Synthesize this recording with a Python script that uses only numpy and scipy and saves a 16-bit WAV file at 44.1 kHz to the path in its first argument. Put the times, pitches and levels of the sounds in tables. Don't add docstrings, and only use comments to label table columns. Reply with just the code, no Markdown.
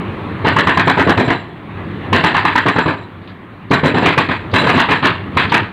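import sys
import numpy as np
from scipy import signal
from scipy.fft import rfft, irfft, next_fast_len
from scipy.io import wavfile
from scipy.ndimage import uniform_filter1d

SR = 44100
rng = np.random.default_rng(int(sys.argv[2]) if len(sys.argv) > 2 else 0)


def dump_mix(stems):
    frames = np.atleast_2d(stems).T
    limited = np.clip(frames, -1, 1)
    pcm = np.round(limited * 32767).astype(np.int16)
    wavfile.write(sys.argv[1], SR, pcm)


def invert_db(x):
    u = np.asarray(x, float) / 20
    return 10 ** u


N = 252252


def evened(x):
    return x / np.sqrt(np.mean(x ** 2) + 1e-20)


def read(points, hz):
    f, value = np.transpose(points)
    return np.interp(np.log(hz + 1), np.log(f + 1), value)


def add(mix, s, sound):
    part = mix[round(s * SR):][:len(sound)]
    part += sound[:len(part)]


def coloured(x, shape):
    size = next_fast_len(N + 4096)
    gain = invert_db(read(shape, np.fft.rfftfreq(size, 1 / SR)))
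    return irfft(rfft(x, size) * gain, size)[:N]


def wash(shape, patchy_db, swell_db):
    frames, hz = N // 256 + 5, np.fft.rfftfreq(1024, 1 / SR)
    a, b, patches = rng.standard_normal((frames, 513, 3)).T
    patches = evened(uniform_filter1d(uniform_filter1d(patches, 10, 0), 12, 1))
    swell = evened(uniform_filter1d(rng.standard_normal(frames), 8))
    level_db = read(shape, hz)[:, None] + patchy_db * patches + swell_db * swell
    z = (a + 1j * b) * invert_db(level_db)
    return evened(signal.istft(z, nperseg=1024, noverlap=768)[1][:N])


def street():
    # time in seconds, level in dB.
    loudness = [(0, -22), (.2, -22), (0.442, -22.5), (1.378, -31), (1.5, -31.5), (1.7, -30), (1.85, -25),
                (2.101, -23), (2.95, -33), (3.3, -33.5), (3.5, -35), (3.7, -34), (4.36, -29), (4.52, -25),
                (5.16, -29.5), (5.36, -23.5), (5.62, -22.5), (5.72, -32.5)]
    # frequency in Hz, level in dB per Hz.
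    rumble_shape = [(12, -32), (20, -24), (54, -13), (80, -8), (97, 7.5), (130, -4.5), (178, 0),
                    (243, -5.5), (343, -5.5), (462, -13), (700, -27), (910, -50), (1540, -120)]
    # frequency in Hz, level in dB.
    roar_shape = [(240, -54), (400, -10.5), (668, -8), (1100, -4.5), (1460, -10.5), (1750, -8.5),
                  (2710, -16), (3540, -21.5), (4150, -26.5), (5200, -49), (6500, -52), (9500, -51),
                  (11000, -59), (16000, -55)]
    firing_hz, firing_db = 31.4, -9
    roar_db, roar_follows, busy_db = -30, 0.91, -22.5

    level_db = np.interp(np.arange(N) / SR, *np.transpose(loudness))
    wobble = evened(uniform_filter1d(rng.standard_normal(N), 4000))
    turns = np.cumsum(firing_hz * (1 + 0.039 * wobble)) / SR
    firings = np.diff(np.floor(turns), prepend=0) * invert_db(1.4 * rng.standard_normal(N))
    exhaust = evened(coloured(rng.standard_normal(N), rumble_shape))
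    engine = invert_db(firing_db) * evened(coloured(firings, rumble_shape))
    roar = wash(roar_shape, patchy_db=1.6, swell_db=.6)
    roar_level_db = roar_db + roar_follows * (level_db - busy_db)
    return invert_db(level_db) * evened(exhaust + engine) + invert_db(roar_level_db) * roar


def footing(s, db, thump_db, echo_db):
    # start in seconds, crack of stone in dB,
    # street tail in dB, sag of the tail in dB per second, tool ring in dB.
    bursts = [
        (0.4, -10.5, -9, 8, 5),
        (2.1, -11, -8.5, 10, 4.5),
        (3.7, -10.5, -10.5, 20, 6),
        (4.05, -7.5, -13.5, 17, 1.5),
        (4.5, -7.5, -10, 0, 13),
        (5.0, -8.5, -7.5, 2, -26),
        (5.35, -7, -11.5, 1, 3),
        (5.5, -8, -9, -1, -9),
    ]
    usual_db = -9
    start, crack_db, tail_db, sag, ring_db = [b for b in bursts if b[0] <= s][-1]
    crack_db = crack_db + 0.17 * (usual_db - db) - 0.28 * echo_db
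    ring_db = ring_db + 0.76 * (max(thump_db, 2 * usual_db) - usual_db)
    return s, db, thump_db, crack_db, echo_db, tail_db - sag * (s - start) - db, ring_db


def resonate(x, hz, width):
    r = np.exp(-np.pi * max(width, 1) / SR)
    gain = (1 - r * r) / 2
    return signal.lfilter([gain, 0, -gain], [1, -2 * r * np.cos(2 * np.pi * hz / SR), r * r], x)


def body(x, modes):
    detune = 1 + .035 * rng.standard_normal(len(modes))
    total = 0
    for k, ((hz, width, db), d) in enumerate(zip(modes, detune)):
        once = resonate(x, hz * d, 1.4 * width)
        twice = resonate(once, hz * d, 1.4 * width)
        total = total + (-1) ** k * invert_db(db) * twice
    return evened(total) * np.std(x)


def arrivals(t, direct_db, direct_t60, echo_db, tail_db, tail_t60):
    echo_s, echo_lasts_s = .0235, .03
    far_s = .088
    direct = np.clip(t / 0.0032, 0, 1) * invert_db(direct_db - 60 * np.maximum(t, 0) / direct_t60)
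    late = np.maximum(t - echo_s, 0)
    facets = .8 * invert_db(-60 * np.maximum(late - echo_lasts_s, 0) / .06 - 110 * late)
    flat_face = .9 * invert_db(-60 * late / .06)
    wall = np.clip(late / .002, 0, 1) * (facets + flat_face)
    beyond = np.maximum(t - far_s, 0)
    step_db = -4 * np.clip(beyond / .008, 0, 1) - 70 * beyond
    tail = np.clip(t / .03, 0, 1) * invert_db(tail_db + step_db - 60 * t / tail_t60)
    return np.sqrt(direct ** 2 + (invert_db(echo_db) * wall) ** 2 + tail ** 2)


def blow(s, db, thump_db, crack_db, echo_db, tail_db, ring_db):
    # frequency in Hz, width in Hz, level in dB.
    ground_modes = [(104, 81, -0.5), (182.4, 58, -1.5)]
    slab_modes = [(258, 62, 3), (396, 185, -4), (685, 100, -5.5)]
    housing_modes = [(858, 178, -3.5), (1025.5, 111, 1), (1204, 140, -4)]
    plate_modes = [(1320, 410, -7.5), (1625, 177, -0.5), (1807, 198, -1.5)]
    stone_modes = [(2092, 393, 3.5), (2620, 215, 5.5), (3056, 650, -4.5), (4180, 900, -7)]
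    tool_modes = [(3973, 55, -13), (5350, 80, -21), (5980, 40, -21), (6500, 200, -27), (7460, 22, -9),
                  (7650, 150, -20), (8150, 150, -19), (8850, 70, -18), (9250, 150, -24)]
    ground_lead_s = .006
    swing_s = .003

    early = np.arange(round(SR / 2)) / SR
    t = early - ground_lead_s
    noise, lumps = rng.standard_normal((2, 6, len(t)))
    noise = noise * invert_db(1.8 * evened(uniform_filter1d(lumps, 130)))

    ground = body(noise[0] * arrivals(early, 1.6, 0.11, echo_db - 9.0, tail_db - 8.5, 1.0), ground_modes)
    slab = body(noise[1] * arrivals(early, -2.6, 0.18, echo_db - 4, tail_db - 5.0, 0.98), slab_modes)
    low = invert_db(thump_db + 6.5) * (invert_db(-2) * ground + slab)

    housing = body(noise[2] * arrivals(t, 3, .075, echo_db - 4, tail_db - 4, .7), housing_modes)
    plates = body(noise[3] * arrivals(t, -5.0, 0.17, echo_db - 2.5, tail_db - 4.5, 0.96), plate_modes)

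    crack = noise[4] * arrivals(t, -1.25, 0.19, echo_db - .7, tail_db - 0.15, 0.79)
    high = invert_db(crack_db + 2.0) * (body(crack, stone_modes) + invert_db(-6.0) * crack)

    rattle = noise[5] * arrivals(t, -1, .12, -6, -2, .9)
    tool = sum(invert_db(d) * resonate(rattle, hz, w) * np.sqrt(SR / w) / 10 for hz, w, d in tool_modes)
    waver = evened(uniform_filter1d(lumps[5], 1500))
    tool = tool * invert_db(ring_db - 2 + 4 * waver)
    return s - ground_lead_s - swing_s, invert_db(db - 2) * (low + housing + plates + high + tool)


def tick(s, db, hz):
    t = np.arange(2500) / SR
    burst = rng.standard_normal(len(t)) * invert_db(-60 * t / 0.17)
    burst = resonate(resonate(burst, hz, 3000), hz, 3000)
    return s, invert_db(db - 12.5) * burst / abs(burst).max()


def scene():
    # time in seconds, strength in dB, ground thump in dB, wall echo in dB.
    blows = [(0.447, -11, -5.5, -2), (0.564, -9, -9, -1), (0.671, -7, -11, -3), (0.773, -6, -10.5, -3),
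             (0.874, -6.5, -7.5, -3), (0.973, -9, -5, 1), (1.072, -10.5, -2.5, 2.5), (1.175, -10, -0.5, -7),
             (1.28, -14, -2, 0.5), (2.129, -8, -6, -17.5), (2.239, -5, -10, -12), (2.344, -6.5, -16.5, -7),
             (2.451, -7.5, -12, -9.5), (2.555, -5.5, -14.5, -4.5), (2.661, -8, -6.5, -3),
             (2.762, -11, -5.5, 0.5), (2.86, -14, -3, -1), (3.712, -8, -4.5, -3.5),
             (3.836, -12, -0.5, -3.5), (3.945, -13, -1.5, -4), (4.059, -9, -8.5, -20),
             (4.178, -5, -9, -10.5), (4.289, -14.5, -6.5, -0.5), (4.537, -9, -7, -4),
             (4.669, -10.5, -5.5, -3), (4.776, -12, -39, 1), (4.889, -11, -8.5, -0.5),
             (5.027, -12.5, -8, 0.5), (5.371, -6.5, -10, -9), (5.52, -8.5, -12, -2)]
    # time in seconds, strength in dB, wall echo in dB, street tail in dB.
    rebounds = [
        (3.994, -27.5, 6.5, -14),
        (4.029, -16.5, -13, 4.5),
        (4.618, -16, -0.5, -10),
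        (4.743, -15, -22, 2),
    ]
    # time in seconds, level in dB, pitch in Hz.
    ticks = [(1.71, -31, 2730), (3.1757, -40, 2610), (3.1984, -43, 2550), (3.217, -29, 2720),
             (3.2444, -32, 2730), (3.2743, -18.5, 2500), (3.2849, -46, 2650), (3.296, -25, 3020),
             (3.3278, -44, 2650), (3.7, -17, 4000), (4.515, -13, 4020), (5.2754, -27, 2570),
             (5.3497, -17.5, 2620), (5.496, -6, 2950)]
    # frequency in Hz, gain in dB.
    mic_response = [(30, -14), (80, 0), (4000, 0), (4750, -5), (5400, -22), (9300, -24), (9900, -36),
                    (16000, -46)]

    breaker = np.zeros(N)
    for row in blows:
        add(breaker, *blow(*footing(*row)))
    for s, db, echo_db, tail_db in rebounds:
        add(breaker, *blow(s, db, -1, -6, echo_db, tail_db, ring_db=8))
    for row in ticks:
        add(breaker, *tick(*row))
    return (coloured(breaker, mic_response) + street())[None]


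def band_limit(x):
    return signal.sosfilt(signal.butter(12, 15890, fs=SR, output="sos"), x)


def record(dry):
    self_noise_db, overload = -73, .715
    noisy = dry + invert_db(self_noise_db) * rng.standard_normal(dry.shape)
    clipped = noisy / (1 + abs(noisy / overload) ** 30) ** (1 / 30)
    return band_limit(clipped)


dry = scene()
out = record(dry)
dump_mix(out)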